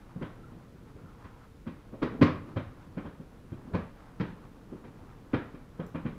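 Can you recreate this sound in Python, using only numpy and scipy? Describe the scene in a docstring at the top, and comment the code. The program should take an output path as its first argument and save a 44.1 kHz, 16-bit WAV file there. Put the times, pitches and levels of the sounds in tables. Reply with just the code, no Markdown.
"""A big dog starts to turn round in a wire crate in a living room, its nose whistling faintly twice.
Each paw thuds on the padded floor tray, which knocks on the frame and makes the wire panels chatter.
The heaviest step lands just after two seconds, and the blanket rustles as the paws drag between steps.
Near the end the dog lies down and its collar tag clinks once.
All along, the room rings briefly after each bump, over a soft hush of air."""
import sys
import numpy as np
from scipy import signal
from scipy.fft import rfft, irfft, next_fast_len
from scipy.io import wavfile

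SR = 44100
rng = np.random.default_rng(int(sys.argv[2]) if len(sys.argv) > 2 else 0)


def dump_mix(stems):
    """Bounce the given channels to the path in sys.argv[1] as a 16-bit WAV at rate SR."""
    frames = np.atleast_2d(stems).T  # one column per channel
    limited = np.clip(frames, -1, 1)  # hard clip at full scale
    pcm = np.round(limited * 32767).astype(np.int16)
    wavfile.write(sys.argv[1], SR, pcm)


N = 272529
TIME = np.arange(N) / SR   # seconds, for the whole scene
HIT_TIME = np.arange(int(.8 * SR)) / SR   # seconds, for one hit


# Paws and body landing on the tray. Levels compare one step with another; build_s is how slowly it lands.
# start_s, thud_db, pitch_hz, rattle_db, treble_db, knock_db, build_s
STEPS = [(0.16, -26.5, 166, -64, -47, -63, 0.0045), (0.212, -23.5, 274, -40, -33, -39, 0.011),
         (0.514, -37, 172, -65, -43, -65, 0.014), (0.952, -35, 99, -62, -40, -49, 0.0081),
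         (1.035, -36.5, 143, -63, -42, -67, 0.009), (1.241, -36, 80, -51, -25, -62, 0.0079),
         (1.665, -25, 209, -45, -30, -40, 0.0078), (1.929, -32, 196, -59, -40, -40.5, 0.0077),
         (2.02, -16.5, 296, -34, -21, -24, 0.0089), (2.143, -29, 230, -57, -36, -39.5, 0.0061),
         (2.213, -3, 254, -22, -25.5, -24.5, 0.01), (2.562, -19, 156, -37.5, -28.5, -30.5, 0.0071),
         (2.967, -22.5, 201, -44, -34, -37.5, 0.011), (3.047, -29.5, 180, -48, -34, -40, 0.0087),
         (3.196, -32.5, 196, -61, -39, -47.5, 0.01), (3.519, -25, 116.5, -54.5, -38, -58, 0.0061),
         (3.737, -17, 114, -35, -30.5, -27, 0.009), (4.199, -17.5, 185, -36.5, -27.5, -29.5, 0.0088),
         (4.718, -28.5, 287, -60, -38, -43, 0.012), (4.841, -41, 188, -54, -29, -42.5, 0.0066),
         (5.333, -13.5, 284, -32, -31.5, -28.5, 0.008), (5.54, -33.5, 197, -54.5, -37, -44, 0.0065),
         (5.794, -24, 179, -41.5, -40.5, -35, 0.0049), (5.945, -23.5, 224, -39, -36.5, -37, 0.0082),
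         (6.049, -20.5, 210, -41.5, -36, -36, 0.0095)]

def footfalls(thud_gain_db=19.5, knock_gain_db=20, rattle_gain_db=26, toes_early_s=.00875, bounce_s=.012):
    """The toes touch, the weight lands with a thud, knock and rattle, and the tray bounces once."""
    tray, frame = np.zeros((2, N))
    for start_s, thud_db, pitch_hz, rattle_db, treble_db, knock_db, build_s in STEPS:
        tilt_db_per_octave = (treble_db + 14.5) / 2.6
        tilt_db_per_octave += .11 * max(rattle_db + 31, 0)   # hard rattles are brighter
        bounce_db = -5 - .3 * max(-19 - thud_db, 0)   # light steps bounce less
        bounce_hz = min(pitch_hz, 169.4)   # no higher than the tray's own pitch
        for at_s, db, hz in (start_s, 0, pitch_hz), (start_s + bounce_s, bounce_db, bounce_hz):
            add(tray, at_s, from_db(thud_db + thud_gain_db + db) * thud(hz, build_s))
        for at_s, db in (start_s - toes_early_s, -6.5), (start_s, 0):
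            add(frame, at_s, from_db(knock_db + knock_gain_db + db) * knock(build_s))
        for at_s, db in (start_s, 0), (start_s + bounce_s, -14.5):   # the bounce barely shakes the frame
            chatter = rattle(tilt_db_per_octave, delay_s=1.5 * build_s)
            add(frame, at_s, from_db(rattle_db + rattle_gain_db + db) * chatter)
    return tray, frame


# The tones the floor tray rings with: pitch_hz, level_db, ring_s (time to fade by 60 dB)
TRAY_TONES = [(82, -10, .22), (125, -5, .13), (168, 0, .17), (192, -6, .12), (248, 1, .17), (298, -2, .14),
              (345, -4, .12), (410, -7, .1), (475, -6, .12), (532, -3, .15), (630, -11, .12)]

def thud(pitch_hz, build_s, pads_db=-3, ring_db=-3, wobble_share=.17):
    """The tray bends under the soft pads of a paw, then rings on with its tones near that pitch."""
    wobble = np.interp(HIT_TIME * pitch_hz, np.arange(999), rng.standard_normal(999))
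    cycles = np.cumsum(pitch_hz * (1 + wobble_share * wobble)) / SR
    bend = paw_force(.68 * build_s) * np.sin(2 * np.pi * cycles)
    pads = paw_force(build_s) * rng.standard_normal(len(HIT_TIME))
    pads = colour(pads, [(40, -40.5), (80, -.5), (300, .5), (450, -6), (1500, -68.5), (6000, -98)])
    fade_in = 1 - np.exp(-(HIT_TIME / build_s) ** 2)
    ring = resonance(struck(TRAY_TONES, uneven_db=3), pitch_hz, width_hz=1.09 * pitch_hz) * fade_in
    mix = unit_energy(bend) + from_db(pads_db) * unit_energy(pads) + from_db(ring_db) * unit_energy(ring)
    return unit_energy(mix)


# The tone colour of the tray's hollow knock: pitch_hz, level_db
KNOCK_COLOUR = [(100, -10.5), (280, -7), (380, 2), (520, 2.5), (620, -5), (760, -11.5), (1500, -18.5),
                (6000, -89)]

def knock(build_s):
    """The hollow middle of the tray is drummed as it flattens against the floor."""
    burst = paw_force(1.21 * build_s) * rng.standard_normal(len(HIT_TIME))
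    return unit_energy(colour(burst, KNOCK_COLOUR))


# The tone colour of tray and wires clacking on the frame: pitch_hz, level_db
CLACK_COLOUR = [(100, -13), (300, -9), (520, -3), (740, -9.5), (1050, 5), (1500, 1), (2300, -1.5),
                (2800, -4), (3400, -8.5), (4500, -10.5), (6500, -27.5), (9000, -35), (15000, -59)]
# The strongest tones of the wire panels, muffled by the bedding: pitch_hz, level_db, ring_s
WIRE_TONES = [(941, -3, .22), (1022, -3, .22), (1078, -1, .28), (1275, -2, .25), (1380, -2, .25),
              (1532, 0, .22), (1690, -2, .22), (1915, -3, .2), (2335, -3, .15), (2445, 0, .12),
              (3188, 3, .06)]

def rattle(tilt_db_per_octave, delay_s, taps_per_s=6000, bump_s=.01, settle_s=.0088, wires_db=-6):
    """Loose joints chatter at once; then the tray bumps the frame and sets the wire panels ringing."""
    bump = np.exp(-((HIT_TIME - delay_s) / bump_s) ** 2)
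    chatter = .33 * np.exp(-HIT_TIME / settle_s)
    taps = random_clicks(len(HIT_TIME), taps_per_s) * (bump + chatter)
    tilted = [(hz, db + tilt_db_per_octave * np.log2(np.clip(hz, 500, 6000) / 1500))
              for hz, db in CLACK_COLOUR]
    clack = colour(taps, tilted)
    wires = np.interp(HIT_TIME - delay_s, HIT_TIME, struck(WIRE_TONES, uneven_db=4), left=0)
    wires = colour(wires, [(3500, -23), (7000, -19)])   # favours the treble a little
    return unit_energy(unit_energy(clack) + from_db(wires_db) * unit_energy(wires))


def paw_force(build_s):
    """The push of a paw swells to 1 and eases off."""
    progress = HIT_TIME / max(build_s, .002)
    return (progress * np.exp(1 - progress)) ** 2


# How hard the paws drag, and how much the blanket slides: time_s, level_db
PAW_DRAG = [(0.0, -58), (0.29, -48.5), (1.15, -55.5), (1.38, -62), (1.65, -57), (2.06, -47), (2.2, -37.5),
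            (2.55, -48), (2.75, -53.5), (3.51, -54), (3.72, -42), (4.01, -58), (4.23, -52), (4.34, -51.5),
            (4.87, -51), (5.83, -56.5), (6.02, -48), (6.18, -46)]
BLANKET_SLIDE = [(0.0, -62), (0.31, -59), (0.46, -64.5), (0.74, -64), (1.24, -60.5), (1.44, -63),
                 (1.69, -77), (1.86, -62), (2.01, -67), (2.2, -66), (2.67, -59), (3.42, -65.5), (3.7, -60),
                 (4.58, -60.5), (4.78, -59.5), (5.39, -61.5), (5.76, -60), (6.18, -65)]
# The tone colours of the paws' dull scuff and the blanket's swish: pitch_hz, level_db
SCUFF_COLOUR = [(50, -10), (120, 5), (260, 2), (400, -4), (700, -16), (1200, -41), (4000, -54.5)]
SWISH_COLOUR = [(150, -19), (500, 0.5), (750, 5), (1000, 5.5), (1350, 2.5), (1700, -4), (2600, -12.5),
                (4000, -20), (8000, -29.5), (15000, -41)]

def bedding(scuff_db=-2.5, swish_db=-1, lumpy_db=1, patchy_db=2.5, snags_per_s=5000):
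    """Paws drag in small dull lurches, while threads of the blanket catch and slip."""
    lurches = rng.standard_normal(N) * from_db(lumpy_db * drift(turns_per_s=28))
    scuff = unit_rms(colour(lurches, SCUFF_COLOUR))
    snags = random_clicks(N, snags_per_s) * from_db(patchy_db * drift(turns_per_s=18))
    swish = unit_rms(colour(snags, SWISH_COLOUR))
    scuff *= from_db(over_time(PAW_DRAG) + scuff_db)
    swish *= from_db(over_time(BLANKET_SLIDE) + swish_db)
    return scuff + swish


# The tones of the metal tag: pitch_hz, level_db, ring_s
TAG_TONES = [(5700, -2, .015), (6050, -4, .015), (7250, -2, .015), (7700, -5, .015), (12300, -6, .015),
             (14400, -6, .015), (14950, -7, .12)]
# When the tag clinks: start_s, level_db
CLINKS = [(5.865, -53.5)]

def collar_tag():
    """A small metal tag taps the ring it hangs from."""
    out = np.zeros(N)
    for start_s, level_db in CLINKS:
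        clink = struck(TAG_TONES, uneven_db=3)
        add(out, start_s, from_db(level_db) * clink / np.max(np.abs(clink)))
    return out


# Faint whistles from the dog's nose: middle_s, length_s, level_db
NOSE_WHISTLES = [(.45, .11, -61), (1.066, 0.13, -62.5)]

def nose(pitch_hz=1340, width_hz=160):
    """Air through the dog's nose makes a breathy note that swells and fades."""
    swells = sum(from_db(level_db) * np.exp(-(2 * (TIME - middle_s) / length_s) ** 2)
                 for middle_s, length_s, level_db in NOSE_WHISTLES)
    return narrow_noise(pitch_hz, width_hz) * swells


# How long the room rings, from low sounds to high: pitch_hz, ring_s
ROOM_RING = [(100, 0.39), (300, 0.37), (1000, 0.46), (3000, 0.42), (6000, 0.35), (14000, 0.1)]

def room_echo(sound, build_s=.00067):
    """The room stores the energy in each band of pitches and gives it back as noise that dies away."""
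    edges_hz = np.geomspace(60, 16000, 25)
    noise = rng.standard_normal((2, N))
    out = np.zeros(N)
    for k, band_hz in enumerate(zip(edges_hz, edges_hz[1:])):
        band_filter = signal.butter(3, band_hz, "band", fs=SR, output="sos")
        energy = signal.sosfilt(band_filter, sound + 1e-12 * noise[0]) ** 2
        ring_s = at_pitch(ROOM_RING, np.sqrt(np.prod(band_hz)))
        for smooth_s in build_s, ring_s / np.log(1e6):   # a quick rise, then a slow fade
            keep = np.exp(-1 / (smooth_s * SR))
            energy = signal.lfilter([1 - keep], [1, -keep], energy)
        out += np.sqrt(energy) * unit_rms(signal.sosfilt(band_filter, noise[k % 2]))
    return out


# The tone colour of still room air with a faint hiss: pitch_hz, level_db
AIR_COLOUR = [(12, -45.5), (20, 3.5), (70, -2), (119, 2.5), (207, -6.5), (298, -5.5), (393, -17),
              (465, -7.5), (614, -22.5), (1230, -21), (2150, -27.5), (9130, -40.5), (10500, -41),
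              (15500, -43)]

def background(air_db=-54, rumble_db=-59, whine_db=-88):
    """Room air, a low rumble of the floor as the dog shifts its weight, and a thin electrical whine."""
    air = unit_rms(colour(rng.standard_normal(N), AIR_COLOUR))
    rumble = narrow_noise(pitch_hz=28, width_hz=30)
    whine = unit_rms(resonance(rng.standard_normal(N), pitch_hz=10750, width_hz=250))
    drag_db = over_time(PAW_DRAG)
    swell_db = .44 * (drag_db - drag_db.mean())
    return from_db(air_db) * air + from_db(rumble_db + swell_db) * rumble + from_db(whine_db) * whine


def struck(tones, uneven_db):
    """A struck object rings with fading tones; each hit shares its strength among them differently."""
    pitch_hz, level_db, ring_s = np.transpose(tones)[:, :, None]
    gain = from_db(level_db + uneven_db * rng.standard_normal(pitch_hz.shape))
    gain *= rng.choice([-1, 1], pitch_hz.shape)
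    fade = np.exp(-np.log(1000) * HIT_TIME / ring_s)
    return unit_energy(np.sum(gain * fade * np.sin(2 * np.pi * pitch_hz * HIT_TIME), axis=0))


def colour(sound, levels):
    """Make each pitch louder or softer, following rows of pitch_hz, level_db."""
    size = 2 * next_fast_len(len(sound))
    gains = from_db(at_pitch(levels, np.fft.rfftfreq(size, 1 / SR)))
    cepstrum = irfft(np.log(gains))
    # Folding this onto its first half keeps the filter from sounding before the hit.
    cepstrum[1:size // 2] *= 2
    cepstrum[size // 2 + 1:] = 0
    return irfft(rfft(sound, size) * np.exp(rfft(cepstrum)))[:len(sound)]


def resonance(sound, pitch_hz, width_hz):
    """Bring out the part of a sound near one pitch."""
    keep = np.exp(-np.pi * width_hz / SR)
    return signal.lfilter([1, 0, -1], [1, -2 * keep * np.cos(2 * np.pi * pitch_hz / SR), keep ** 2], sound)


def narrow_noise(pitch_hz, width_hz):
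    """Noise filtered twice around one pitch."""
    once = resonance(rng.standard_normal(N), pitch_hz, width_hz)
    return unit_rms(resonance(once, pitch_hz, width_hz))


def random_clicks(samples, per_s):
    """Tiny clicks of random timing and strength."""
    return (rng.random(samples) < per_s / SR) * rng.standard_normal(samples)


def drift(turns_per_s):
    """A curve that wanders at random, about 1 in size."""
    return unit_rms(np.interp(TIME * turns_per_s, np.arange(1000), rng.standard_normal(1000)))


def at_pitch(table, pitch_hz):
    """Read between a table's rows, with octaves evenly spaced."""
    pitches, values = np.transpose(table)
    return np.interp(np.log(np.maximum(pitch_hz, 1)), np.log(pitches), values)


def over_time(table):
    """Join a table's rows into one value per sample."""
    return np.interp(TIME, *np.transpose(table))


def from_db(db):
    """Turn decibels into a multiplier."""
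    return 10 ** (np.asarray(db) / 20)


def unit_rms(sound):
    """Scale to an average power of 1."""
    return sound / np.sqrt(np.mean(sound ** 2) + 1e-20)


def unit_energy(sound):
    """Scale to a total energy of 1."""
    return sound / np.sqrt(np.sum(sound ** 2) + 1e-20)


def add(out, start_s, sound):
    """Mix a sound in at a given time."""
    start = max(round(start_s * SR), 0)
    out[start:start + len(sound)] += sound[:N - start]


def scene(tray_echo_db=-10, frame_echo_db=-2):
    """The tray is heard mostly directly; the open wire frame sends its sound all round the room."""
    tray, frame = footfalls()
    frame = frame + collar_tag()
    echoes = room_echo(from_db(tray_echo_db) * tray + from_db(frame_echo_db) * frame)
    return (tray + frame + echoes + bedding() + nose() + background())[None]


def record(dry, cutoff_hz=15550):
    """Cut away the very highest treble."""
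    return signal.sosfilt(signal.ellip(10, .1, 70, cutoff_hz, fs=SR, output="sos"), dry)


dry = scene()
out = record(dry)
dump_mix(out)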